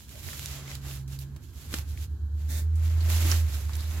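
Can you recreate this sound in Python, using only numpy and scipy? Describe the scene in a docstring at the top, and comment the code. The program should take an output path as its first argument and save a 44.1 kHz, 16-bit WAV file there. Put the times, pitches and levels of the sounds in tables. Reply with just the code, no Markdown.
"""Nylon hisses and scrapes in short slides as a carry bag is tugged off a packed tent outdoors.
Threads slip and catch, creases snap, hands pat the bag; it jerks taut once, a palm brushes down it,
and a long pull drags it loose, all answered by a short slap off the house wall.
Behind it an engine, probably a truck down the street, drones through its exhaust and gathers speed
over street rumble and faint outdoor air with a thin high hum and microphone hiss."""
import sys
import numpy as np
from scipy import signal
from scipy.fft import rfft, irfft, next_fast_len
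from scipy.io import wavfile
from scipy.ndimage import map_coordinates

SR = 44100
rng = np.random.default_rng(int(sys.argv[2]) if len(sys.argv) > 2 else 0)


def put_to_file(sound):
    """Save the sound as 16-bit audio at rate SR, in the file named by the first command-line argument."""
    columns = np.atleast_2d(sound).T  # one column per channel
    safe = np.clip(columns, -1, 1)
    whole_steps = np.round(safe * 32767)
    wavfile.write(sys.argv[1], SR, whole_steps.astype(np.int16))


N = 176400

# fader moves of the bag sliding on the tent: time_s, hiss_db, scrape_db
SLIDE_LEVELS = [(0.0, -51, -74), (0.075, -57.5, -84), (0.11, -51, -62.5), (0.22, -46.5, -57.5),
                (0.28, -40, -50), (0.35, -43.5, -53.5), (0.42, -42.5, -56), (0.56, -41, -49),
                (0.62, -51, -53.5), (0.73, -42.5, -51), (0.8, -58, -63.5), (0.86, -48.5, -53),
                (0.93, -43, -54), (0.99, -51, -59.5), (1.06, -71, -81), (1.1, -51.5, -63),
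                (1.15, -47.5, -59), (1.18, -61.5, -78), (1.22, -49, -63), (1.29, -68, -72), (1.4, -69, -67),
                (1.44, -57.5, -82), (1.52, -60, -72), (1.6, -51, -61), (1.68, -52.5, -61), (1.74, -42, -50),
                (1.79, -39, -51), (1.84, -61.5, -60.5), (1.91, -49.5, -65), (1.94, -56, -60),
                (2.0, -49.5, -62), (2.045, -46.5, -61), (2.072, -65.5, -72), (2.15, -70.5, -79),
                (2.31, -72, -95), (2.4, -57.5, -64.5), (2.72, -67, -67), (2.78, -56.5, -57.5),
                (2.86, -46, -53), (2.96, -52, -53.5), (3.085, -44.5, -47.5), (3.102, -35, -42.5),
                (3.19, -36, -43.5), (3.32, -32, -38.5), (3.38, -38.5, -48), (3.43, -48, -52.5),
                (3.49, -47.5, -52), (3.55, -41.5, -50), (3.61, -46.5, -52), (3.68, -51, -55.5),
                (3.77, -48.5, -50), (3.87, -49, -54.5), (3.95, -45, -47.5), (4.0, -52, -50.5)]
# high shelf riding on the hiss: time_s, gain_db
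HISS_SHELF = [(0, -0.5), (.28, 0.5), (.45, -1.5), (.56, -3), (.68, -6), (.93, 0.5), (1.13, -0.5), (2.03, 0),
              (2.95, -3), (3.13, 0), (3.7, -.5)]
# tone curves of the cloth: freq_hz, gain_db
HISS_EQ = [(1200, -21), (2600, -3.5), (3300, -1.5), (5500, -3), (7400, -1), (8400, -8), (12000, -0.5),
           (15500, -6.5)]  # bright top of the slide
SCRAPE_EQ = [(150, -29), (270, -1), (480, -2.5), (900, -3.5), (1400, -3), (1800, -3.5), (2300, -7),
             (3000, -14), (6000, -28.5)]  # its lower scrape
BODY_EQ = [(100, -3.5), (170, -10), (270, 0), (330, -5.5), (420, -35), (800, -54)]  # broad body of the packed bag
RASP_EQ = [(1200, -43), (2000, 3), (2800, -1.5), (3600, -16), (6000, -8.5)]  # hard-pressed cloth
CRINKLE_EQ = [(400, -18), (1500, -0.5), (3000, 0), (7000, -4.5), (15000, -5)]  # tiny folds
CRACK_EQ = [(120, -8), (280, -3), (500, -8), (780, -26), (1050, 1.5), (1600, -2), (2500, 2), (7000, -2),
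            (15000, -9.5)]  # cloth pulled taut
PALM_EQ = [(300, -0.5), (600, -3.5), (1150, -11), (1850, -1), (2200, -4), (2500, -5.5), (3200, -12),
           (3550, 2), (4200, -3), (7300, -1), (8400, -3.5), (15500, 0)]  # swish under the hand

# engine speed: time_s, firing_hz
ENGINE_SPEED = [(0, 62), (.25, 69.8), (.45, 69.6), (.7, 68.2), (1.08, 66.9), (1.31, 68.1), (1.49, 69.9),
                (1.83, 72.2), (2.05, 71.9), (2.32, 73.4), (2.55, 77.3), (2.72, 80), (3.33, 82.7),
                (3.45, 79.5), (3.52, 70.6), (3.65, 73.6), (3.85, 77), (4, 81)]
# engine load: time_s, firing_db, octave_db, lope_db
ENGINE_LOAD = [(0, -48, -68, -58), (.45, -46, -43.5, -45.5), (1.08, -39.5, -38, -49),
               (1.31, -43, -39.5, -46.5), (1.49, -49, -64, -51), (1.83, -33.5, -49.5, -39.5),
               (2.05, -34, -55.5, -39), (2.32, -28.5, -58, -41.5), (2.6, -27, -49, -43.5),
               (2.72, -22, -65, -42), (3.33, -21, -52, -40), (3.45, -21.5, -67, -42), (3.52, -30, -53, -37),
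               (3.85, -28.5, -57, -43.5), (4, -29, -47, -41)]
# partials of the lope around the firing tone: multiple_of_cycle
LOPE_PARTIALS = [5, 7, 9, 10, 11, 13]
# their balance: gain_db
LOPE_MIX = [-4.5, 2.5, 0, -15, 0, -13.5]
# resonances of the exhaust: freq_hz, gain_db
EXHAUST_EQ = [(44, -16.5), (51, -2), (64, -16.5), (72, -5.5), (83, 3), (92, -12), (102, -2.5), (113, -22),
              (135, 6.5)]
# where the engine sits: time_s, left_minus_right_db
ENGINE_POSITION = [(0, 5), (1.5, 3), (2.3, 4.5), (4, 3)]
# tone curve of the street rumble: freq_hz, gain_db
STREET_EQ = [(25, -36), (42, -6.5), (62, 7.5), (90, 3), (115, 2.5), (170, -7.5), (300, -12.5), (420, -18.5),
             (700, -53)]
# tone curve of the outdoor air, its thin high hum and the microphone hiss: freq_hz, gain_db
AIR_AND_HISS_EQ = [(200, -4), (500, 1.5), (750, 0), (980, 2.5), (1200, -1), (1480, 2), (1660, 5),
                   (1950, -15), (2750, -27), (3150, -3), (3450, -16), (4000, -2.5), (5200, -13), (7200, -9),
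                   (9000, -23), (12000, -8), (15000, -21)]

# creases snapping: start_s, level_db, centre_hz, width_ratio, t60_s
CREASE_SNAPS = [(0.0926, -35.5, 5000, 1.2, .014), (.287, -29, 1520, 0.41, 0.016),
                (0.3313, -28.5, 1710, 0.53, 0.02), (0.3947, -20.5, 4000, 2.2, .004),
                (0.4591, -15.5, 4960, 0.8, 0.0052), (0.6788, -28, 2200, 0.37, 0.01),
                (0.715, -25.5, 2080, 0.48, 0.0089), (0.7528, -24.5, 5600, 1.3, 0.012),
                (0.912, -30.5, 2660, 0.33, 0.0076), (1.0782, -39.5, 6500, 1.5, 0.067),
                (1.1892, -29.5, 12500, 0.56, 0.032), (1.1889, -34, 4430, 0.27, 0.018),
                (1.202, -36, 12200, .2, .015), (1.212, -34, 13500, 0.33, 0.022),
                (1.363, -38.5, 1500, 6.7, 0.038), (1.975, -35, 2430, 0.46, 0.0088),
                (2.756, -43, 7800, 1, 0.16), (3.006, -37, 4150, 0.26, 0.14),
                (3.0405, -29, 14200, 0.15, .012), (3.098, -23.5, 13800, 0.2, 0.034),
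                (3.3158, -10.5, 5540, 0.23, 0.0059), (3.322, -16, 1500, 1, 0.015),
                (3.3415, -24, 2500, 1.2, 0.004), (3.609, -32, 10500, .5, .005),
                (3.694, -32, 1130, 0.45, 0.014), (3.733, -31, 3880, 0.71, 0.054),
                (3.753, -28, 8000, 2.1, 0.04), (3.767, -25, 12200, 0.2, 0.0088),
                (3.8078, -25, 6000, 1.7, 0.0049)]
# the weave zipping over a seam: start_s, length_s, pitch_hz, level_db
SEAM_ZIPS = [(0.128, 0.062, 610, -56.5), (3.769, 0.066, 4000, -47), (3.833, 0.044, 3900, -51)]
# hands patting the bag: start_s, level_db
HAND_PATS = [(1.349, -54), (2.486, -46), (3.234, -38.5)]
# the close-set hits of the one jerk: start_s, level_db
JERK_HITS = [(1.729, -35), (1.74, -22), (1.7438, -35)]
# modes of the stretched panel: pitch_hz, level_db, t60_s
PANEL_MODES = [(192, -11, 0.038), (285, -1.5, 0.024), (430, -17, 0.033)]

# how alike left and right are: freq_hz, correlation
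STEREO_LIKENESS = [(60, 1), (290, 0.8), (640, 0.76), (1400, 0.5), (3100, 0), (15000, 0)]
# lean of the microphone pair: freq_hz, left_minus_right_db
MIC_BALANCE = [(60, -6), (140, -6.5), (280, -1), (780, -3), (1050, 1.5), (1800, 3), (2300, -1),
               (3300, -2.5), (7300, -8.5), (8200, -2), (9200, 1.5), (10300, -7), (12200, -10), (13500, 0),
               (15500, -6)]
# tone curve of both microphones: freq_hz, gain_db
MIC_EQ = [(7000, -0.5), (8300, -1), (10000, -2), (12000, 0), (14000, -4), (16000, -4.5)]


def amp(db):
    """Decibels to gain."""
    return 10 ** (np.asarray(db) / 20)


def unit_rms(x):
    """Scale to rms 1."""
    return x / np.sqrt(np.mean(x ** 2) + 1e-20)


def curve_at(points, hz):
    """Read a frequency curve on a log axis."""
    freqs, values = np.transpose(points)
    return np.interp(np.log(hz + 1), np.log(freqs + 1), values)


def automation(rows):
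    """One lane, a value per sample, for each column after the time."""
    times, *lanes = np.transpose(rows)
    return [np.interp(np.arange(N) / SR, times, lane) for lane in lanes]


def wobble(per_s):
    """A smooth random curve with per_s knots a second."""
    return map_coordinates(rng.standard_normal(N // 100), [np.arange(N) * per_s / SR], mode="wrap")


def equalise(x, response):
    """Filter x by a gain given as a function of frequency."""
    size = next_fast_len(N + SR // 4)
    return irfft(rfft(x, size) * response(np.fft.rfftfreq(size, 1 / SR)), size)[..., :N]


def stereo_noise(eq, pair=None):
    """Shape two unrelated signals (white noise by default) to rms 1, narrow in the bass, wide on top."""
    def mid_side(hz):
        spread = np.arccos(np.clip(curve_at(STEREO_LIKENESS, hz), -1, 1)) / 2
        return amp(curve_at(eq, hz)) * [np.cos(spread), np.sin(spread)]
    pair = rng.standard_normal((2, N)) if pair is None else pair
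    mid, side = equalise(pair, mid_side)
    return unit_rms(np.array([mid + side, mid - side]))


def resonate(x, hz, width):
    """One resonance that keeps the level of white noise; width is relative to its centre."""
    f = np.fft.rfftfreq(x.shape[-1], 1 / SR)
    gain = 1j * f / (hz * hz - f * f + 1j * f * hz * width)
    return irfft(rfft(x) * gain / np.sqrt(np.mean(np.abs(gain) ** 2)))


def decay(t, t60_s):
    """A tail that falls 60 dB in t60_s."""
    return np.exp(-np.log(1000) * t / t60_s)


def place(out, start_s, sound):
    """Mix a sound in at start_s."""
    part = out[:, round(start_s * SR):][:, :sound.shape[-1]]
    part += sound[..., :part.shape[1]]


def friction(eq, grain_db, catches_per_s=1500, spread_db=2.5):
    """Countless threads slip in a smooth wash, with sparser, larger catches as grain on top."""
    catches = rng.random(N) < catches_per_s / SR
    sizes = amp(spread_db * np.minimum(rng.exponential(size=N), 4))
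    wash = rng.standard_normal((2, N))
    grain = unit_rms(catches * sizes * rng.standard_normal((2, N)))
    return stereo_noise(eq, wash + amp(grain_db) * grain)


def slide():
    """Nylon flutters as it drags over nylon: it rasps when pressed, and the packed bag rumbles along."""
    shelf_hz, firm_scrape_db, rasp_growth = 8000, -50, 1.22
    hiss_db, scrape_db = automation(SLIDE_LEVELS)
    shelf_db, = automation(HISS_SHELF)
    flutter_db = 1.5 * wobble(per_s=55)
    hiss = amp(hiss_db + 1 + flutter_db) * friction(HISS_EQ, grain_db=-11)
    hiss += (amp(shelf_db) - 1) * equalise(hiss, lambda hz: hz > shelf_hz)
    scrape = amp(-0.5) * friction(SCRAPE_EQ, grain_db=-6.5)
    body = amp(-6.5) * stereo_noise(BODY_EQ)
    rasp_db = -53 + rasp_growth * (scrape_db - firm_scrape_db) + 1.5 * wobble(per_s=29.74)
    rasp = amp(rasp_db) * friction(RASP_EQ, grain_db=-6.5)
    return hiss + rasp + amp(scrape_db + 0.76 * flutter_db) * (scrape + body)


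def crinkles(folds_per_s=90):
    """Tiny creases fold at random, a fine crackle that rides the level of the hiss."""
    t = np.arange(SR // 100) / SR
    folds = (rng.random(N) < folds_per_s / SR) * rng.uniform(.3, 1, N)
    envelope = np.convolve(folds, decay(t, t60_s=0.0032))[:N]
    hiss_db, _ = automation(SLIDE_LEVELS)
    return amp(hiss_db - 9.5) * unit_rms(envelope * stereo_noise(CRINKLE_EQ))


def engine(cylinders=8, throb_s=2.073):
    """Only the lowest exhaust orders carry this far; one weak cylinder makes them throb once a cycle."""
    firing_hz, = automation(ENGINE_SPEED)
    firing_db, octave_db, lope_db = automation(ENGINE_LOAD)
    pan_db, = automation(ENGINE_POSITION)
    cycle = 2 * np.pi * np.cumsum(firing_hz) / SR / cylinders
    cycle -= cycle[round(throb_s * SR)]  # the partials line up here
    drone = amp(firing_db) * np.sin(cylinders * cycle) + amp(octave_db) * np.sin(2 * cylinders * cycle)
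    for order, gain_db in zip(LOPE_PARTIALS, LOPE_MIX):
        exhaust_db = curve_at(EXHAUST_EQ, firing_hz * order / cylinders)
        drone -= amp(lope_db + gain_db + exhaust_db) * np.sin(order * cycle)
    return np.sqrt(2) * drone * amp(np.outer([.5, -.5], pan_db))


def street_and_air():
    """A wavering bed of street rumble and faint outdoor air with a thin high hum and microphone hiss."""
    rumble = amp(-46 + wobble(per_s=6.13)) * stereo_noise(STREET_EQ)
    air = amp(-64.5 + wobble(per_s=1.17)) * stereo_noise(AIR_AND_HISS_EQ)
    return rumble + air


def snaps(trim_db=-8):
    """Each crease buckles with one sharp, broadly tuned click and a short rustle."""
    out, t = np.zeros((2, N)), np.arange(4096) / SR
    click = amp(10.5) * (t == t[8])
    tail = amp(-19.5) * decay(t, t60_s=.07)
    for start_s, level_db, centre_hz, width, t60_s in CREASE_SNAPS:
        rustle = (decay(t, t60_s) + tail) * rng.standard_normal((2, len(t)))
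        place(out, start_s, amp(level_db + trim_db) * resonate(click + rustle, centre_hz, width))
    return out


def zips():
    """Threads cross a seam at an even rate and give a brief, half-pitched scrape."""
    out, t = np.zeros((2, N)), np.arange(8192) / SR
    for start_s, length_s, pitch_hz, level_db in SEAM_ZIPS:
        swell = np.sin(np.pi * np.minimum(t / length_s, 1))
        buzz = resonate(rng.standard_normal((2, len(t))), pitch_hz, width=0.13)
        place(out, start_s, amp(level_db) * swell * buzz)
    return out


def bumps(attack_s=0.024, thud_s=.24, thud_hz=80):
    """Hands press and pat the packed bag: one deep thud at the first tug, then dull puffs of its body."""
    out, t = np.zeros((2, N)), np.arange(SR // 4) / SR
    swell = np.minimum(t / attack_s, 1) * decay(np.maximum(t - attack_s, 0), t60_s=0.16)
    place(out, thud_s, amp(-29) * swell * np.sin(2 * np.pi * thud_hz * t))
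    for start_s, level_db in HAND_PATS:
        place(out, start_s, amp(level_db) * swell * stereo_noise(BODY_EQ)[:, :len(t)])
    return out


def jerk():
    """Slack cloth pulls taut: a crack over the dull thump of the stretched panel."""
    out, t = np.zeros((2, N)), np.arange(SR // 10) / SR
    thump = -sum(amp(db) * np.sin(2 * np.pi * hz * t) * decay(t, t60_s) for hz, db, t60_s in PANEL_MODES)
    for start_s, level_db in JERK_HITS:
        crack = stereo_noise(CRACK_EQ)[:, :len(t)] * decay(t, t60_s=0.022)
        place(out, start_s, amp(level_db) * (crack + thump))
    return out


def palm(start_s=2.479, attack_s=.028, hold_s=.088, release_db_per_s=376):
    """A palm brushes down the bag: a smooth swish, coloured by the hollow of the hand."""
    t = np.arange(N) / SR - start_s
    attack = np.clip(t / attack_s, 0, 1)
    release = amp(-release_db_per_s * np.maximum(t - attack_s - hold_s, 0))
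    return amp(-37.5) * attack * release * stereo_noise(PALM_EQ)


def wall(x, predelay_s=.004):
    """The house wall and eaves answer with a short, diffuse slap."""
    t = np.arange(SR // 4) / SR
    tail = rng.standard_normal((2, len(t))) * decay(t, t60_s=.12) * (t > predelay_s)
    return signal.fftconvolve(x, tail / np.linalg.norm(tail[0]), axes=1)[:, :N]


def scene():
    """The bag up close with its slap off the wall, the street behind."""
    bag = slide() + crinkles() + palm() + zips() + snaps() + jerk() + bumps()
    return bag + amp(-11.5) * wall(bag) + engine() + street_and_air()


def record(dry, cutoff_hz=15950):
    """Two unlike microphone ports lean each band left or right, soften the top and cut it off."""
    def ports(hz):
        balance = amp(np.outer([.5, -.5], curve_at(MIC_BALANCE, hz)))
        balance /= np.sqrt(np.mean(balance ** 2, axis=0))
        return balance * amp(curve_at(MIC_EQ, hz)) * (hz < cutoff_hz)
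    return equalise(dry, ports)


dry = scene()
out = record(dry)
put_to_file(out)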